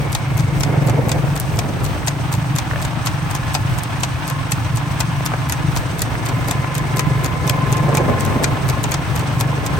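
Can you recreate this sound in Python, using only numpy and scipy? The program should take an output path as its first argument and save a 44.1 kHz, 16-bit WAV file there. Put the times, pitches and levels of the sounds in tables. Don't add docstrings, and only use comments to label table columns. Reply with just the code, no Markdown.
import sys
import numpy as np
from scipy import signal
from scipy.fft import rfft, irfft, next_fast_len
from scipy.io import wavfile
from scipy.ndimage import uniform_filter1d

SR = 44100
rng = np.random.default_rng(int(sys.argv[2]) if len(sys.argv) > 2 else 0)


def store_wav(level_fs):
    pcm = np.round(np.clip(np.atleast_2d(level_fs), -1, 1) * 32767)
    wavfile.write(sys.argv[1], SR, pcm.T.astype(np.int16))


N = 431738
TIME = np.arange(N) / SR
SHORT_TIME = np.arange(4096) / SR
SKID_S = .015


# f/Hz, level/dB
CLACK_COLOUR = [(900, -3), (2000, 2), (3200, 11), (4600, 12), (5400, 11), (6700, 13.5), (8200, 5.5),
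                (10000, -1), (14000, -38)]
CLOP_COLOUR = [(200, -15), (500, -1), (850, 11.5), (1200, 6), (1700, -8), (2600, 6), (4000, -56),
               (8000, -47)]
GRIT_COLOUR = [(5000, 1), (8500, 13), (10000, 5), (11300, 13.5), (13000, 2.5), (15500, 5.5), (16500, -34)]
# t/s, level/dB
TOE_SCUFFS = [(3.497, -29), (4.6464, -23), (6.4444, -25)]

def hooves():
    usual_db, toe_ahead_s, snap_ahead_s = -29, .0075, .0007
    lean_left = amp([[1.6], [-1.9]])
    out = np.zeros((2, N))
    for s, db, extra_grit_db, clop_db, clop_hz, toe_db in landings():
        grit_db = usual_db + 6.5 + .35 * (db - usual_db)
        clack = amp(3.5) * burst(CLACK_COLOUR, lead=.002, decay=.0033, tail_db=-12, tail_decay=.011)
        clop = amp(-2) * burst(CLOP_COLOUR, lead=.002, decay=.0075, tail_db=-9, tail_decay=.016)
        snap_s = rng.uniform(.0008, .0016)
        grit = 1.6 * burst(GRIT_COLOUR, lead=.0004, decay=snap_s, tail_db=-19, tail_decay=.011)
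        toe = burst(GRIT_COLOUR, lead=.0002, decay=.0012, tail_db=-10, tail_decay=.007)
        add(clack, SKID_S, shoe_ring())
        add(clop, SKID_S, hoof_ring(clop_hz))
        start = s - SKID_S
        add(out, start, (amp(db) * clack + amp(clop_db) * clop) * lean_left)
        add(out, start - snap_ahead_s, amp(grit_db + extra_grit_db) * grit)
        add(out, start - toe_ahead_s, amp(grit_db + toe_db) * toe)
    for s, db in TOE_SCUFFS:
        scuff = burst(CLACK_COLOUR, lead=.005, decay=.011, tail_db=-12, tail_decay=.014)
        add(out, s - SKID_S, amp(db - 13) * scuff)
    return out


# second hoof t/s; first hoof's head start t/s, level/dB;
# second hoof's level/dB, extra grit level/dB, clop level/dB, clop f/Hz
TROT = [(0.1503, 0.0215, -30, -20, 0, -26, 824), (0.395, 0.017, -33, -31, -11, -39, 640),
        (.634, 0.026, -27.5, -20, -4, -28, 816), (0.8972, 0.024, -37, -32, -3, -24, 820),
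        (1.1174, 0.024, -27, -21, 1, -25, 1020), (1.4005, 0.037, -30.5, -35, 7.5, -42, 1720),
        (1.5898, 0.028, -63, -20.5, -1.5, -22.5, 716), (1.8491, 0.0055, -39, -36, -3, -32, 860),
        (2.0815, 0.008, -24.5, -18, -1, -23, 646), (2.339, .012, -32, -33, 1, -26.5, 950),
        (2.5859, 0.024, -26.5, -21.5, 0.5, -20.5, 940), (2.85, 0.025, -32, -29, -4, -40, 1030),
        (3.07, 0.0091, -27, -20, -7, -21, 1320), (3.3511, 0.039, -37, -28, 0, -26, 1020),
        (3.5504, 0.0071, -28, -19, -4, -16.5, 905), (3.835, .048, -36, -38, 2, -35, 900),
        (4.0341, 0.027, -55, -18, 0.5, -21.5, 1050), (4.3, 0.021, -34, -31, 2, -25, 840),
        (4.521, 0.0028, -25, -20.5, 5.5, -33, 1860), (4.7725, 0.012, -42, -29.5, 1, -32, 890),
        (5.0077, 0.004, -24.5, -22, 1, -20.5, 950), (5.2618, 0.0051, -34, -23.5, 3, -23, 1110),
        (5.5232, 0.026, -27, -22, 2, -23, 1480), (5.7714, 0.0082, -27, -27, 0, -36, 880),
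        (6.0199, .026, -32, -21.5, 7, -38, 1150), (6.2879, 0.026, -32, -31, -4, -40, 800),
        (6.5118, 0.027, -30.5, -22, 4, -19, 703), (6.781, 0.029, -29.5, -30.5, 1, -37, 1020),
        (6.994, 0.024, -29, -19.5, 2.5, -17.5, 1000), (7.2601, 0.015, -27.5, -27, -2, -33, 1040),
        (7.497, 0.02, -27, -18, 4, -21.5, 596), (7.77, 0.043, -25, -33, -3, -27, 1050),
        (7.972, 0.021, -25, -25, 5, -14.5, 854), (8.251, 0.043, -30.5, -35, 1, -31, 1040),
        (8.4425, 0.0057, -27, -14.5, -2, -27, 1500), (8.699, 0.01, -29, -26.5, 0, -20, 854),
        (8.9417, 0.023, -22.5, -22, -4, -27, 840), (9.195, 0.033, -31.5, -32, -5, -35, 560),
        (9.4104, 0.008, -30, -23.5, 6, -20, 840), (9.664, 0.0019, -47, -27.5, -1, -27, 855)]

def landings():
    first_toe_db, second_toe_db = -4, -15
    stray_click = (8.84, -21.5)
    early = [(s - ahead, db) for s, ahead, db, *_ in TROT] + [stray_click]
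    first = [(s, db, 0, db, 900 * rng.uniform(.76, 1.29), first_toe_db) for s, db in early]
    second = [(s, *blow, second_toe_db) for s, _, _, *blow in TROT]
    return first + second


# f/Hz, level/dB
SHOE_TONES = [(1550, -9), (1900, -7), (2450, -7), (3450, -8), (4400, -13), (6200, -6), (7100, -8),
              (8500, -9)]

def shoe_ring():
    ring_cycles = 17
    hz, db = np.transpose(SHOE_TONES)[:, :, None]
    bend, strength = rng.standard_normal((2, len(SHOE_TONES), 1))
    phase = 2 * np.pi * rng.random((2, len(SHOE_TONES), 1))
    tones = amp(db + 2.2 * strength) * np.sin(2 * np.pi * hz * (1 + .04 * bend) * SHORT_TIME + phase)
    return (tones * np.exp(-SHORT_TIME * hz / ring_cycles)).sum(axis=1)


# multiple of the clop's pitch, level/dB
HOOF_TONES = [(1, 6), (1.55, -5), (2.2, -14)]

def hoof_ring(hz):
    rise_s, decay_s = .001, .005
    right_delay_s = .0002
    t = SHORT_TIME
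    ratio, db = np.transpose(HOOF_TONES)[:, :, None]
    bend, phase = rng.uniform(-1.08, 1, (2, len(HOOF_TONES), 1))
    arrival = np.array([t, t - right_delay_s])[:, None]
    tones = amp(db) * np.sin(2 * np.pi * hz * ratio * (1 + .04 * bend) * arrival + np.pi * phase)
    return tones.sum(axis=1) * (1 - np.exp(-t / rise_s)) * np.exp(-t / decay_s)


def stones():
    out = np.zeros((2, N))
    for s, *_ in landings():
        for delay_s, db in rng.uniform([0, -35], [.015, -27], (2, 2)):
            tick = burst(CLACK_COLOUR, lead=.0005, decay=.002, tail_db=-13, tail_decay=.009)
            sand = .7 * burst(GRIT_COLOUR, lead=.0004, decay=.0012, tail_db=-18, tail_decay=.008)
            add(out, s + delay_s - SKID_S, amp(db) * (tick + sand))
    return out


# t/s, level/dB
DULL_KNOCKS = [(2.711, -17), (2.735, -19), (2.759, -17.5), (5.208, -18.5), (5.319, -20), (5.337, -12.5),
               (6.154, -19), (6.644, -16.5), (7.949, -18), (8.324, -16)]
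# f/Hz, level/dB
KNOCK_COLOUR = [(250, -13), (600, 9), (1200, 6), (1800, 3), (3000, -12), (5000, -45), (10000, -50)]

def cart_and_toe_tap():
    out = np.zeros((2, N))
    rattles = [(when * N / SR, -31 + 5 * size) for when, size in rng.random((110, 2))]
    for s, db in list(DULL_KNOCKS) + rattles:
        knock = burst(KNOCK_COLOUR, lead=.003, decay=.0025, tail_db=-13, tail_decay=.012)
        add(out, s - SKID_S, amp(db) * knock)
    return out


# t/s, f/Hz
FIRING_RATE = [(0, 23.2), (1.1, 24.0), (1.9, 23.5), (2.4, 23.85), (2.9, 23.45), (3.4, 23.45), (3.9, 23.95),
               (4.4, 23.8), (4.8, 23.5), (6.2, 23.1), (6.8, 23.1), (7.1, 22.95), (8.1, 23.55), (8.4, 23.55),
               (9.3, 23.85), (9.79, 23.6)]

def engine_cycles():
    return np.cumsum(curve(FIRING_RATE) * (TIME > .005)) / SR


# f/Hz, level/dB
PIPE_TONES = [(135, 1.5), (290, -15)]
# t/s, level/dB
EXHAUST_LOUDNESS = [(0, -23), (.18, -30.5), (.3, -19), (.88, -16), (1.68, -27), (2.2, -25.5), (2.55, -17.5),
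                    (2.62, -31.5), (3.13, -22), (3.19, -22), (3.28, -23.5), (4.2, -29), (4.5, -23.5),
                    (5.6, -23), (5.65, -15.5), (5.8, -26), (7, -23), (7.12, -13), (7.17, -25.5),
                    (7.5, -19.5), (8.05, -17.5), (8.18, -23.5), (9.2, -24), (9.43, -19.5), (9.79, -24)]

def exhaust(cycles):
    peak_s, pitch_spread = .0125, .04
    firings = np.flatnonzero(np.diff(np.floor(cycles + .015 * wander(12))) > 0)
    swell = (SHORT_TIME / peak_s * np.exp(1 - SHORT_TIME / peak_s)) ** 3.5
    puffs = np.zeros(N)
    for sample, (strength, bend) in zip(firings, rng.standard_normal((len(firings), 2))):
        bent_time = SHORT_TIME + pitch_spread * bend * (SHORT_TIME - peak_s)
        pipe = sum(amp(db) * np.sin(2 * np.pi * hz * bent_time) for hz, db in PIPE_TONES)
        add(puffs, sample / SR, amp(1.5 * strength) * swell * pipe)
    sway_db = 1.7 * wander(21) * np.array([[1], [-1]])
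    return unit(puffs) * amp(curve(EXHAUST_LOUDNESS) + sway_db)


# t/s, level/dB
WHINE_LOUDNESS = [(0, -60), (2.8, -56), (3.5, -37), (3.8, -43), (4.2, -44), (4.37, -28.5), (4.52, -48),
                  (4.9, -34.5), (5.3, -40), (6.1, -42), (6.35, -32), (6.9, -33), (7.1, -29), (7.9, -28),
                  (8.4, -31), (9.0, -41), (9.6, -31)]

def gear_whine(cycles):
    teeth_per_firing = 44.62
    tone = np.sin(2 * np.pi * teeth_per_firing * cycles + .6 * wander(14))
    fuzz = .55 * fuzzy_tone(teeth_per_firing * curve(FIRING_RATE), width_hz=36)
    throb = 1 + .45 * np.cos(2 * np.pi * cycles)
    return amp(curve(WHINE_LOUDNESS) - 1.5 + wander(6.8)) * unit((tone + fuzz) * throb)


# f/Hz, level/dB
CASING_TONES = [(1290, -49.5), (1715, -43.5), (2480, -55)]

def engine_casing(cycles):
    whine_db = curve(WHINE_LOUDNESS)
    throb = 1 + .5 * np.cos(2 * np.pi * cycles)
    rings = sum(amp(db) * fuzzy_tone(np.full(N, hz), width_hz=28) for hz, db in CASING_TONES)
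    return rings * throb * amp(.25 * (whine_db - whine_db.mean()))


# t/s, level/dB
ROAR_LOUDNESS = [(0, -29), (1.8, -29), (2.8, -26.5), (5, -27), (6.6, -27), (8.3, -26.5), (9.79, -26.5)]
# f/Hz, level/dB
ROAR_COLOUR = [(40, -19), (300, 6.5), (430, -15), (650, 0), (900, 2), (1150, 0), (1520, -2), (1900, -5.5),
               (2600, -6.5), (3600, -12), (8000, -32.5)]
HISS_COLOUR = [(2000, 8), (3500, 16), (6100, 21.5), (7200, 13.5), (8600, 21.5), (11500, 2.5), (13000, -30)]

def tyres(cycles):
    texture_db = 1.3 * wander(70) + .7 * wander(9) + .4 * np.cos(2 * np.pi * cycles)
    roar_db = curve(ROAR_LOUDNESS)
    follow_db = .5 * (roar_db - roar_db.mean())
    roar = noise(ROAR_COLOUR) * amp(roar_db - 1.5 + texture_db)
    hiss = noise(HISS_COLOUR) * amp(-43 + follow_db + 2 * wander(37))
    return roar + hiss


# t/s, level/dB
GUST_LOUDNESS = [(0, -27), (.22, -34.5), (.62, -31.5), (.68, -23), (1.16, -26), (1.4, -34), (1.56, -26.5),
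                 (2.5, -38.5), (5.3, -39), (6.15, -30.5), (6.85, -31.5), (7.8, -26), (7.88, -25),
                 (8.11, -19), (8.19, -25), (8.35, -21.5), (8.6, -27), (9, -32.5), (9.79, -27)]
AIR_SLAPS = [(.985, -20.5), (1.16, -25), (7.892, -19.5), (7.998, -19), (8.1, -21)]
# f/Hz, level/dB
GUST_COLOUR = [(20, -45), (100, -14), (200, 1.5), (310, -0.5), (500, -1.5), (750, -5), (1100, -12.5),
               (2500, -24.5), (5000, -60)]
RUMBLE_COLOUR = [(20, -36), (30, -21), (42, -1), (90, 4.5), (130, 8.5), (175, -2), (215, -22), (500, -39.5)]

def wind():
    slap_rise_s, slap_hz = .014, 480
    gust_db = curve(GUST_LOUDNESS)
    follow_db = .15 * (gust_db - gust_db.mean())
    rumble = noise(RUMBLE_COLOUR) * amp(-23 + follow_db + 2 * wander(8.9))
    ragged_db = 2.4 * wander(55)
    out = rumble + noise(GUST_COLOUR) * amp(gust_db + ragged_db)
    t = np.arange(8192) / SR
    swell = t / slap_rise_s * np.exp(1 - t / slap_rise_s)
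    slap_colour = [(slap_hz / 4, -30), (slap_hz, 0), (slap_hz * 2, -10), (slap_hz * 8, -60)]
    for s, db in AIR_SLAPS:
        add(out, s - slap_rise_s, amp(db) * swell * noise(slap_colour, size=len(t)))
    return out


# t/s, f/Hz, level/dB
AIR_WHISTLE = [(0, 2230, -40), (.8, 2150, -39.5), (1.1, 2200, -39), (1.4, 2150, -52), (6.001, 2140, -46),
               (6.5, 2113, -38.5), (8.3, 2134, -40), (9, 2086, -44)]

def whistle():
    rows = np.array(AIR_WHISTLE)
    hz, db = curve(rows[:, :2]), curve(rows[:, [0, 2]])
    return amp(db) * fuzzy_tone(hz, width_hz=130)


# f/Hz, likeness from 0 to 1
SIDE_LIKENESS = [(60, .52), (850, .6), (1500, .25), (5000, .25), (8000, .6), (10200, .97), (12000, .8),
                 (14000, .92)]

def noise(colour, size=N, uneven_db=0):
    length = next_fast_len(size, True)
    hz = np.fft.rfftfreq(length, 1 / SR)
    left, other = rfft(rng.standard_normal((2, length)))
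    same = np.clip(value_at(SIDE_LIKENESS, hz), 0, 1)
    right = same * left + np.sqrt(1 - same ** 2) * other
    bumps = np.interp(hz, np.linspace(0, SR / 2, num=48), rng.standard_normal(48))
    spectrum = np.array([left, right]) * amp(value_at(colour, hz) + uneven_db * bumps)
    return unit(irfft(spectrum, length)[:, :size])


def burst(colour, lead, decay, tail_db, tail_decay):
    t = SHORT_TIME - SKID_S
    skid = .4 * np.exp(-abs(t) / lead)
    crack_and_tail = np.exp(-abs(t) / decay) + amp(tail_db) * np.exp(-abs(t) / tail_decay)
    shape = uniform_filter1d(np.where(t < 0, skid, crack_and_tail), size=12)
    grains_db = 2.8 * unit(uniform_filter1d(rng.standard_normal(len(t)), size=50))
    blow = shape * amp(grains_db) * noise(colour, size=len(t), uneven_db=3)
    return unit(blow) * np.sqrt(np.mean(shape ** 2))


def fuzzy_tone(hz, width_hz):
    phase = 2 * np.pi * np.cumsum(hz) / SR
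    sides = [wander(width_hz) * np.sin(phase) + wander(width_hz) * np.cos(phase) for _ in range(2)]
    return unit(np.array(sides))


def wander(hz):
    f = np.fft.rfftfreq(2 ** 19, 1 / SR)
    spectrum = rfft(rng.standard_normal(2 ** 19)) / (1 + (f / hz) ** 4)
    return unit(irfft(spectrum)[:N])


def amp(db):
    return 10 ** (np.asarray(db) / 20)


def unit(x):
    return x / np.sqrt(np.mean(x ** 2) + 1e-20)


def value_at(points, hz):
    f, value = np.transpose(points)
    return np.interp(np.log(hz + 1), np.log(f + 1), value)


def curve(rows):
    return np.interp(TIME, *np.transpose(rows))


def add(mix, s, sound):
    part = mix[..., max(round(s * SR), 0):][..., :sound.shape[-1]]
    part += sound[..., :part.shape[-1]]


def scene():
    cycles = engine_cycles()
    horse_and_cart = hooves() + stones() + cart_and_toe_tap()
    motorcycle = exhaust(cycles) + gear_whine(cycles) + engine_casing(cycles)
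    return horse_and_cart + motorcycle + whistle() + tyres(cycles) + wind()


# f/Hz, phase/rad
LEFT_LEAD = [(1000, 0), (5000, .2), (7000, 1.2), (8200, 0), (10300, -3.1), (12000, -6.2), (13900, -9.4),
             (15600, -12.4)]

def record(dry):
    low_cut_hz, high_cut_hz, ceiling = 30, 16300, .9
    hz = np.fft.rfftfreq(2 ** 19, 1 / SR)
    left, right = rfft(dry, 2 ** 19) * hz ** 4 / (hz ** 4 + low_cut_hz ** 4)
    lag = np.exp(-1j * np.interp(hz, *np.transpose(LEFT_LEAD)))
    sides = irfft(np.array([left, right * lag]))[:, :N]
    rounded = sides / (1 + (sides / ceiling) ** 8) ** (1 / 8)
    high_cut = signal.firwin(255, high_cut_hz, window=("kaiser", 9), fs=SR)
    return signal.oaconvolve(rounded, high_cut[None], "same")


dry = scene()
out = record(dry)
store_wav(out)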